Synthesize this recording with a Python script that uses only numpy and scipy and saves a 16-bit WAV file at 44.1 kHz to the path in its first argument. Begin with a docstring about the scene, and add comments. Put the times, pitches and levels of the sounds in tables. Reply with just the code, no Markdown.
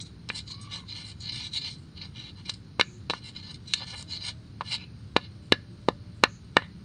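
"""A stone pestle crushes chilli, seeds and palm sugar in a shallow clay mortar, close to the microphone.
Blows set the damped modes of the dish ringing; gritty strokes are random grains that excite the same modes.
Late on, the pestle pounds a lump with five hard, dead knocks that overload the microphone.
A small room answers with filtered noise; behind it lie a low rumble and faint hiss, both shaped noise.
Far away an animal calls once, a rough tone with one overtone, and a few soft sine tones sound."""
import sys
import numpy as np
from scipy import signal
from scipy.fft import rfft, irfft
from scipy.io import wavfile

SR = 44100
rng = np.random.default_rng(int(sys.argv[2]) if len(sys.argv) > 2 else 0)


def store_wav(level_fs):
    """Save 16-bit WAV to argv[1]."""
    pcm = np.round(np.clip(np.atleast_2d(level_fs), -1, 1) * 32767)
    wavfile.write(sys.argv[1], SR, pcm.T.astype(np.int16))


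N = 301644


def pounding(lead_in_rise_s=0.0032, lead_in_db=-26.5):
    """All blows of the pestle; a faint noise swells briefly before each."""
    # Blows of the pestle. Each row: start in seconds, length of the crunch in seconds, strength in dB,
    # hardness in dB per octave, pitch in Hz that the struck spot favours or mutes, by how much in dB,
    # note left ringing in Hz, its level in dB.
    blows = [(0.289, 0.0061, -54.5, 1.5, 5900, 16, 3850, -48),
             (0.3011, 0.0027, -47, -2.5, 2130, 16, 2410, -32),
             (2.495, 0.0054, -46, 2.7, 5940, 11, 3830, -40),
             (2.7964, 0.0076, -28, -1.5, 3570, -5.5, 2165, -12),
             (2.811, 0.0023, -22.5, -2, 620, -22.5, 3920, -24),
             (3.0986, 0.0026, -34, -.5, 1290, -4, 4000, -33),
             (3.105, 0.0084, -35, -0.9, 2000, -5.5, 3940, -15.5),
             (3.1357, 0.00039, -47, -3.5, 1290, 11, 1410, -33),
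             (3.7367, 0.0045, -35, 6.5, 596, -15, 3950, -36), (4.026, 0.0013, -54, 8, 2640, -22, 3950, -50),
             (4.6091, 0.0067, -47.5, -2, 1090, 15, 1476, -38),
             (4.6179, 0.0018, -55, -2, 1000, 10, 600, -42),
             (5.1646, 0.0038, -25, -2.36, 556, 2.5, 2390, -25),
             (5.5224, 0.0022, -19.5, -2.5, 920, -9.5, 1703, -10),
             (5.886, 0.0028, -26, -4.5, 2600, -8, 1140, -34),
             (6.2373, 0.0032, -21, -1.5, 1470, 4, 1813, -19),
             (6.5683, 0.0023, -20, -1, 5000, -8.5, 1820, -8.5),
             (6.6215, 0.0026, -55, -3, 1560, 7, 2060, -49)]
    out = np.zeros(N)
    ahead = np.arange(SR // 100)[::-1] / SR  # time left before the stone lands
    for s, *touch in blows:
        lead_in = rng.standard_normal(len(ahead)) * np.exp(-ahead / lead_in_rise_s)
        landing = ahead == 0
        force = landing + amp(lead_in_db) * lead_in / np.linalg.norm(lead_in)
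        add(out, s - ahead[0], signal.fftconvolve(blow(*touch), force))
    return out


def blow(crunch_s, strength_db, hardness, spot_hz, spot_db, note_hz, note_db,
         crack_db=-1, push_db=-3, grip=0.55, passes=3):
    """A push, a crunch of contact and the short ring of the dish; bare clay makes it bright, food dull."""
    # Contact noise. Each row: frequency in Hz, relative level in dB per Hz.
    crack = [(60, -45), (150, -2), (400, -6), (1000, -8.5), (3000, 0), (4600, 2.5), (6000, -5), (9000, -9)]
    # Food softens the top of every blow. Each row: frequency in Hz, gain in dB.
    cushion = [(9000, 13.5), (11000, -19), (15500, -19)]
    # Colour shared by all blows. Each row: frequency in Hz, relative level in dB.
    blow_colour = [(400, 0), (750, -5), (1100, 3.5), (1760, -2), (2300, 0.5), (2900, 2.5), (3400, -3),
                   (3950, 5), (4700, -2.5), (7000, -7)]
    pivot_hz, spot_octaves = 1620, 0.86  # hardness tilts about this pitch; width of the spot's emphasis
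    note_rise_s, note_t60_s = 0.0033, 0.04

    t = np.arange(SR // 8) / SR
    u = t / max(crunch_s, 1 / SR)
    grit = band(rng.standard_normal(len(t)), 800, 14000, order=2)
    crunch = evened(grit * np.sqrt(u) * np.exp(-1.5 * u))
    push = evened(1. * (t == 0))
    contact = colour(amp(push_db) * push + amp(crack_db) * crunch, crack)
    ring = dish(t, spread_db=2, grip=grip)
    sound = colour(band(ring + contact, 140, 20000, order=2), cushion)

    hz, colour_db = np.transpose(blow_colour)
    spot = np.exp(-(np.log2(hz / spot_hz) / spot_octaves) ** 2)
    levels_db = strength_db + colour_db + hardness * np.log2(hz / pivot_hz) + spot_db * spot
    edges_hz = [150, 650, 850, 1550, 2000, 2550, 3200, 3600, 4300, 5200, 11000]
    attack = round(.008 * SR)
    for _ in range(passes):  # each pass brings the registers closer to their strength during the attack
        now_db = []
        for lo_hz, hi_hz in zip(edges_hz, edges_hz[1:]):
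            power = np.mean(band(sound[:attack], lo_hz, hi_hz) ** 2)
            now_db.append(10 * np.log10(power))
        sound = colour(sound, list(zip(hz, levels_db - now_db)))

    swell_in = 1 - np.exp(-(t / note_rise_s) ** 2)
    note = swell_in * np.exp(-np.log(1000) * t / note_t60_s) * np.sin(2 * np.pi * note_hz * t)
    return sound + amp(note_db) * note


def dish(t, spread_db, grip=0, whole_hz=1600, detune=0, hold=1):
    """The dish's damped modes answer one touch; a pestle pressed down chokes the high ones."""
    # Modes of the clay dish, damped by food and mat. Each row: frequency in Hz before detuning,
    # relative level in dB, t60 in seconds before hold and grip act on it.
    modes = [(312, -18.5, 0.011), (548, 1.5, 0.012), (686, -20, 0.014), (970, 3, 0.011),
             (1199, -1.5, 0.016), (1470, 0, 0.015), (1747, -1, 0.032), (2154, -1.5, 0.025),
             (2390, 5.5, 0.013), (2750, -3.5, 0.037), (2895, 5, 0.017), (3120, -28, 0.0083),
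             (3566, -10, 0.012), (3940, -1, 0.014), (4091, -2.5, 0.015), (4420, -8, 0.013),
             (4686, -12.5, 0.018), (4990, -5, 0.0094), (5404, -23.5, 0.019), (5730, -5.5, 0.012),
             (6270, -11.5, 0.0058), (6720, -11, 0.0063), (8210, -17.5, 0.0027)]
    hz, db, t60 = np.transpose(modes)[:, :, None]
    signs = rng.choice([-1, 1], hz.shape)
    shape = signs * amp(spread_db * rng.standard_normal(hz.shape))  # each mode's swing at this spot
    shape = np.where(hz < whole_hz, 1, shape)  # the lower modes move the whole bottom together
    hz = hz * (1 + detune * rng.standard_normal(hz.shape))
    decay = np.log(1000) / (t60 * hold) * (1 + grip * (hz / 4000) ** 2)
    ringing = shape * amp(db) * np.exp(-decay * t) * np.sin(2 * np.pi * hz * t)
    return evened(ringing.sum(0))


def grinding(grains_per_s=3200, size_db=2.5, judder_db=0.54, dry_db=-23, spots_per_s=22, usual_hiss_db=-13,
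             brighten=0.25, usual_grit_db=-15, deepen=0.33, low_db=-6, high_db=-1, grit_db=-1, hiss_db=-1,
             count=16):
    """Grains catch and break under the stone; the ring of the dish shifts as the pestle travels over it."""
    # Force of the grains. Each row: frequency in Hz, relative level in dB per Hz.
    grain_force = [(300, -20.5), (800, -5.5), (1800, -9), (3000, -1.5), (4100, 17.5), (5500, 5.5),
                   (9000, 18.5), (10500, -1), (12000, -32), (14500, -13)]
    # Hard bits crushed under the stone. Each row: centre in seconds, half length in seconds, level in dB.
    crunches = [(3.821, 0.021, -40.5), (3.944, 0.015, -42)]
    t = np.arange(N) / SR
    level, hiss, coarse = friction()

    judder = amp(judder_db * evened(band(rng.standard_normal(N), 13, 150, order=2)))
    sizes = amp(size_db * np.minimum(rng.exponential(1, N), 5)) * rng.choice([-1, 1], N)
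    caught = rng.random(N) < grains_per_s / SR
    grains = sizes * caught * judder

    spot = (t * spots_per_s + rng.random(N)).astype(int) % count  # each spot hands over to the next
    ring = np.zeros(N)
    for k in range(count):
        touch = dish(t[:SR // 20], spread_db=4.5, whole_hz=3050, detune=.009, hold=1.8)
        answer = evened(colour(touch, grain_force))
        ring += signal.oaconvolve(grains * (spot == k), answer)[:N]
    rub = evened(ring) + amp(dry_db) * evened(colour(grains, grain_force))

    fine_db = brighten * np.clip(hiss - level - usual_hiss_db, -12, 12)  # finer grains excite the low modes less
    deep_db = deepen * (coarse - level - usual_grit_db)  # coarser grains excite them more
    grit = amp(coarse + grit_db)
    for s, half_s, db in crunches:
        grit = grit + amp(db) * np.exp(-((t - s) / half_s) ** 2)
    return (grit * evened(band(rub, 450, 2510))
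            + amp(level + low_db - fine_db + deep_db) * evened(band(rub, 2005, 3090))
            + amp(level + high_db) * evened(band(rub, 2306, 5700))
            + amp(hiss + hiss_db) * evened(band(rub, 6840, 14000)))


def friction(step=32):
    """Levels in dB of scrape, hiss and grit: each push bites, swells or eases, and lifts; short ticks stand out."""
    # Pushes of the pestle over the food. Each row: start in seconds, length in seconds, scrape in dB,
    # growth from start to end in dB, then fine hiss and coarse grit, both in dB over the scrape.
    strokes = [(0.0, 0.011, -39, -8, -19, -23), (0.055, 0.013, -48.5, 2, -12.5, -32),
               (0.315, 0.056, -52.5, -5, -10, -1.5), (0.358, 0.038, -36.5, -2, -15, -20.5),
               (0.481, 0.036, -42.5, 11, -8, -15), (0.57, 0.094, -52.5, 2, -19, -17),
               (0.712, 0.031, -39, 8, -17, -10.5), (0.76, 0.051, -43.5, -12, -15, -7.5),
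               (0.894, 0.032, -39.5, 3, -17, -18.5), (0.958, 0.16, -43.5, -7.5, -14.5, -13.5),
               (1.205, 0.02, -47.5, 11, -7, -15), (1.243, 0.066, -37, 1, -17, -15.5),
               (1.325, 0.15, -38, -2, -17, -16.5), (1.534, 0.041, -33, 13, -17.5, -20.5),
               (1.618, 0.064, -35, 3, -18, -19), (1.708, 0.084, -50.5, -18, -11, -35),
               (1.97, 0.0039, -44, 10, -23, -10.5), (2.017, 0.04, -44.5, -2, -19, -7),
               (2.167, 0.13, -45, -1, -25, -11.5), (2.374, 0.027, -54, 2, -13, -3.5),
               (2.458, 0.04, -46.5, 21, -17, -11.5), (3.134, 0.052, -46.5, -8, -15, -10),
               (3.234, 0.059, -46, 5, -17, -11), (3.365, 0.035, -44, -5.5, -18, -8),
               (3.427, 0.085, -45, 6, -13, -8.5), (3.679, 0.064, -43.5, 6, -17, -19),
               (3.755, .08, -38, 1, -17, -15.5), (3.877, .14, -43, -1.5, -11.5, -12),
               (4.103, 0.065, -35.5, 5, -14, -15.5), (4.21, 0.081, -36.5, 7, -13, -12.5),
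               (4.661, 0.032, -43.5, 4, -12.5, -8.5), (4.715, 0.034, -31, 3, -20.5, -14),
               (4.775, 0.065, -51.5, 3, -29, -7), (5.215, 0.045, -50.5, 1, -38, -7),
               (6.589, 0.058, -59.5, -4, -30, 12.5)]
    # Brief ticks and sharp starts of pushes. Each row: time in seconds, scrape in dB, fine hiss in dB.
    ticks = [(0.014, -49, -43), (0.478, -40.5, -61), (0.542, -41, -52), (0.615, -57, -46.5),
             (1.206, -44, -46), (1.294, -28.5, -61), (1.536, -32, -45), (2.016, -33, -61),
             (2.457, -38.5, -58), (2.539, -40.5, -59), (3.365, -39.5, -73), (3.544, -41, -57.5),
             (3.679, -44, -53), (4.676, -34, -54)]
    bite_s, lift_s = 0.012, .015  # the scrape builds before a push and dies after it
    tick_rise_s, tick_fall_s = 0.0018, 0.013
    t = np.arange(0, N, step) / SR
    resting_db = [[-69], [-77], [-77]]  # the stone never quite stops moving in the food
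    power = amp(resting_db) ** 2 * np.ones(len(t))
    for s, length, db, growth_db, hiss_db, grit_db in strokes:
        progress = np.clip((t - s) / length, 0, 1) - .5
        pressure = amp(db + growth_db * progress) * swell(t, s, length, bite_s, lift_s)
        power += (amp([[0], [hiss_db], [grit_db]]) * pressure) ** 2
    for s, db, hiss_db in ticks:
        power[:2] += (amp([[db], [hiss_db]]) * swell(t, s, 0, tick_rise_s, tick_fall_s)) ** 2
    return [np.interp(np.arange(N) / SR, t, 10 * np.log10(p)) for p in power]


def hiss_bands(rise_s=0.01, fade_s=0.033, width=0.07):
    """Short narrow bands of hiss, made of band-passed noise, linger after some blows and strokes."""
    # Short narrow bands of hiss. Each row: start in seconds, length in seconds, centre pitch in Hz, level in dB.
    rows = [(2.838, 0.12, 6720, -61.5), (2.841, 0.034, 2390, -57.5), (4.786, 0.029, 2510, -51),
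            (5.54, 0.033, 1700, -55), (6.293, .07, 6500, -62), (6.595, 0.034, 2010, -51)]
    t = np.arange(N) / SR
    out = np.zeros(N)
    for s, length, hz, db in rows:
        hiss = evened(band(rng.standard_normal(N), hz / (1 + width), hz * (1 + width), order=3))
        out += amp(db) * swell(t, s, length, rise_s, fade_s) * hiss
    return out


def room(x, tail_db=-25, echo_db=-17, hollow_db=-42):
    """Near wall echoes, a faint tail that fades at its own rate in each register, and a hollow ring."""
    # Decay of the room's tail. Each row: frequency in Hz, t60 in seconds.
    tail_t60 = [(150, 0.23), (600, 0.063), (2000, 0.29), (5000, 0.27), (10000, 0.37)]
    wall_s, echo_s = .007, .008  # delay of the room's answer; time constant of the early echoes
    hollow_hz, hollow_t60_s = 572, .22
    t = np.arange(SR // 2) / SR
    hz, frame_s, z = signal.stft(rng.standard_normal(len(t)), SR, nperseg=256)
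    fading = np.exp(-np.log(1000) * frame_s / read(tail_t60, hz)[:, None])
    tail = signal.istft(z * fading, SR)[1][:len(t)]
    early = rng.standard_normal(len(t)) * np.sqrt(t) * np.exp(-t / echo_s)
    hollow = np.sin(2 * np.pi * hollow_hz * t) * np.exp(-np.log(1000) * t / hollow_t60_s)
    answer = amp(tail_db) * evened(tail) + amp(echo_db) * evened(early) + amp(hollow_db) * evened(hollow)
    answer = answer / np.sqrt(len(t))
    # Colour of the whole answer: frequency in Hz, gain in dB.
    answer = colour(answer, [(150, 0), (450, -8), (600, -3), (1700, 1), (2500, -5), (4000, -5),
                             (5100, 1), (6500, -7)])
    out = np.zeros(N)
    add(out, wall_s, signal.fftconvolve(x, answer))
    return out


def far_call(overtone_db=-9, waver=0.017, flutter_db=6):
    """A far animal's thin, rough cry with one overtone; pitch and level follow one arch."""
    start_s, length_s, level_db = .48, .39, -58.5
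    end_hz, arch_hz = 1016, 145  # mean pitch at the ends, and its rise in the middle
    arch = np.sin(np.pi * np.clip((np.arange(N) / SR - start_s) / length_s, 0, 1))
    jitter, flutter = (evened(band(rng.standard_normal(N), 15, 90, order=2)) for _ in range(2))
    pitch_hz = (end_hz + arch_hz * arch) * (1 + waver * jitter)
    turn = 2 * np.pi * np.cumsum(pitch_hz) / SR
    level = amp(level_db + flutter_db * flutter) * np.sqrt(abs(arch))
    return level * evened(np.sin(turn) + amp(overtone_db) * np.sin(2 * turn))


def far_tones(fade_s=.025, waver=.012):
    """A few soft sine tones in the distance, wavering slightly together."""
    # Faint tones far off. Each row: start in seconds, length in seconds, mean pitch in Hz, peak level in dB.
    rows = [(2.907, 0.06, 360, -55), (3.913, 0.52, 644, -66), (5.37, 0.84, 592, -68),
            (5.7, 0.048, 343, -56)]
    t = np.arange(N) / SR
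    wobble = evened(band(rng.standard_normal(N), 6.8, 40, order=2))
    clock = np.cumsum(1 + waver * wobble) / SR
    out = np.zeros(N)
    for s, length, hz, db in rows:
        out += amp(db) * swell(t, s, length, fade_s, fade_s) * np.sin(2 * np.pi * hz * clock)
    return out


def background(rumble_db=-45.5, air_db=-59.5):
    """Low rumble and a faint steady hiss, each a noise of fixed spectrum."""
    # Low rumble. Each row: frequency in Hz, relative level in dB per Hz.
    rumble = [(12, -75.5), (20, -19.5), (32, -33.5), (51, -11.5), (108, 0.5), (141, -7), (173, -5),
              (269, -17.5), (296, -16), (382, -28.5), (500, -29), (650, -41), (1100, -120)]
    # Faint hiss. Each row: frequency in Hz, relative level in dB per Hz.
    air = [(240, 3), (400, 4), (489, -10.5), (598, -8), (730, -7), (1490, -5.5), (1840, -10), (2430, -11),
           (3530, -12.5), (4380, -6), (6850, -23.5), (7750, -59), (9040, -13), (10100, -41), (16000, -37)]
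    return amp(rumble_db) * noise(rumble) + amp(air_db) * noise(air)


def amp(db):
    """Decibels to gain."""
    return 10 ** (np.asarray(db) / 20)


def evened(x):
    """Scales to rms 1."""
    return x / np.sqrt(np.mean(x ** 2) + 1e-20)


def read(points, hz):
    """Reads a table on a log-frequency axis."""
    f, value = np.transpose(points)
    return np.interp(np.log(hz + 1), np.log(f + 1), value)


def add(mix, s, sound):
    """Mixes a sound in at time s."""
    part = mix[max(round(s * SR), 0):][:len(sound)]
    part += sound[:len(part)]


def swell(t, start, length, rise_s, fall_s):
    """Exponential attack, hold, exponential release."""
    return np.exp(np.minimum(t - start, 0) / rise_s - np.maximum(t - start - length, 0) / fall_s)


def colour(x, points, size=4096):
    """Causal minimum-phase filter with the given spectrum, so that attacks stay sharp."""
    log_gain = np.log(amp(read(points, abs(np.fft.fftfreq(size, 1 / SR)))))
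    taps = np.fft.ifft(np.exp(np.conj(signal.hilbert(log_gain)))).real
    return signal.fftconvolve(x, taps[:size // 2])[:len(x)]


def band(x, lo_hz, hi_hz, order=4):
    """Band-pass."""
    sos = signal.butter(order, [lo_hz, min(hi_hz, SR / 2 - 1)], "band", fs=SR, output="sos")
    return signal.sosfilt(sos, x)


def noise(points):
    """Steady noise with the given spectrum, at rms 1."""
    gain = amp(read(points, np.fft.rfftfreq(N, 1 / SR)))
    return evened(irfft(rfft(rng.standard_normal(N)) * gain, N))


def scene():
    """Pestle and mortar in the room, with the distance behind."""
    mortar = pounding() + grinding()
    return (mortar + room(mortar) + hiss_bands() + far_call() + far_tones() + background())[None]


def record(dry, edge_hz=15900):
    """The microphone rounds off peaks near full scale, as in the hardest knocks; then the band limit."""
    clipped = dry / (1 + dry ** 8) ** (1 / 8)
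    return signal.oaconvolve(clipped, signal.firwin(255, edge_hz, fs=SR)[None], "same")


dry = scene()
out = record(dry)
store_wav(out)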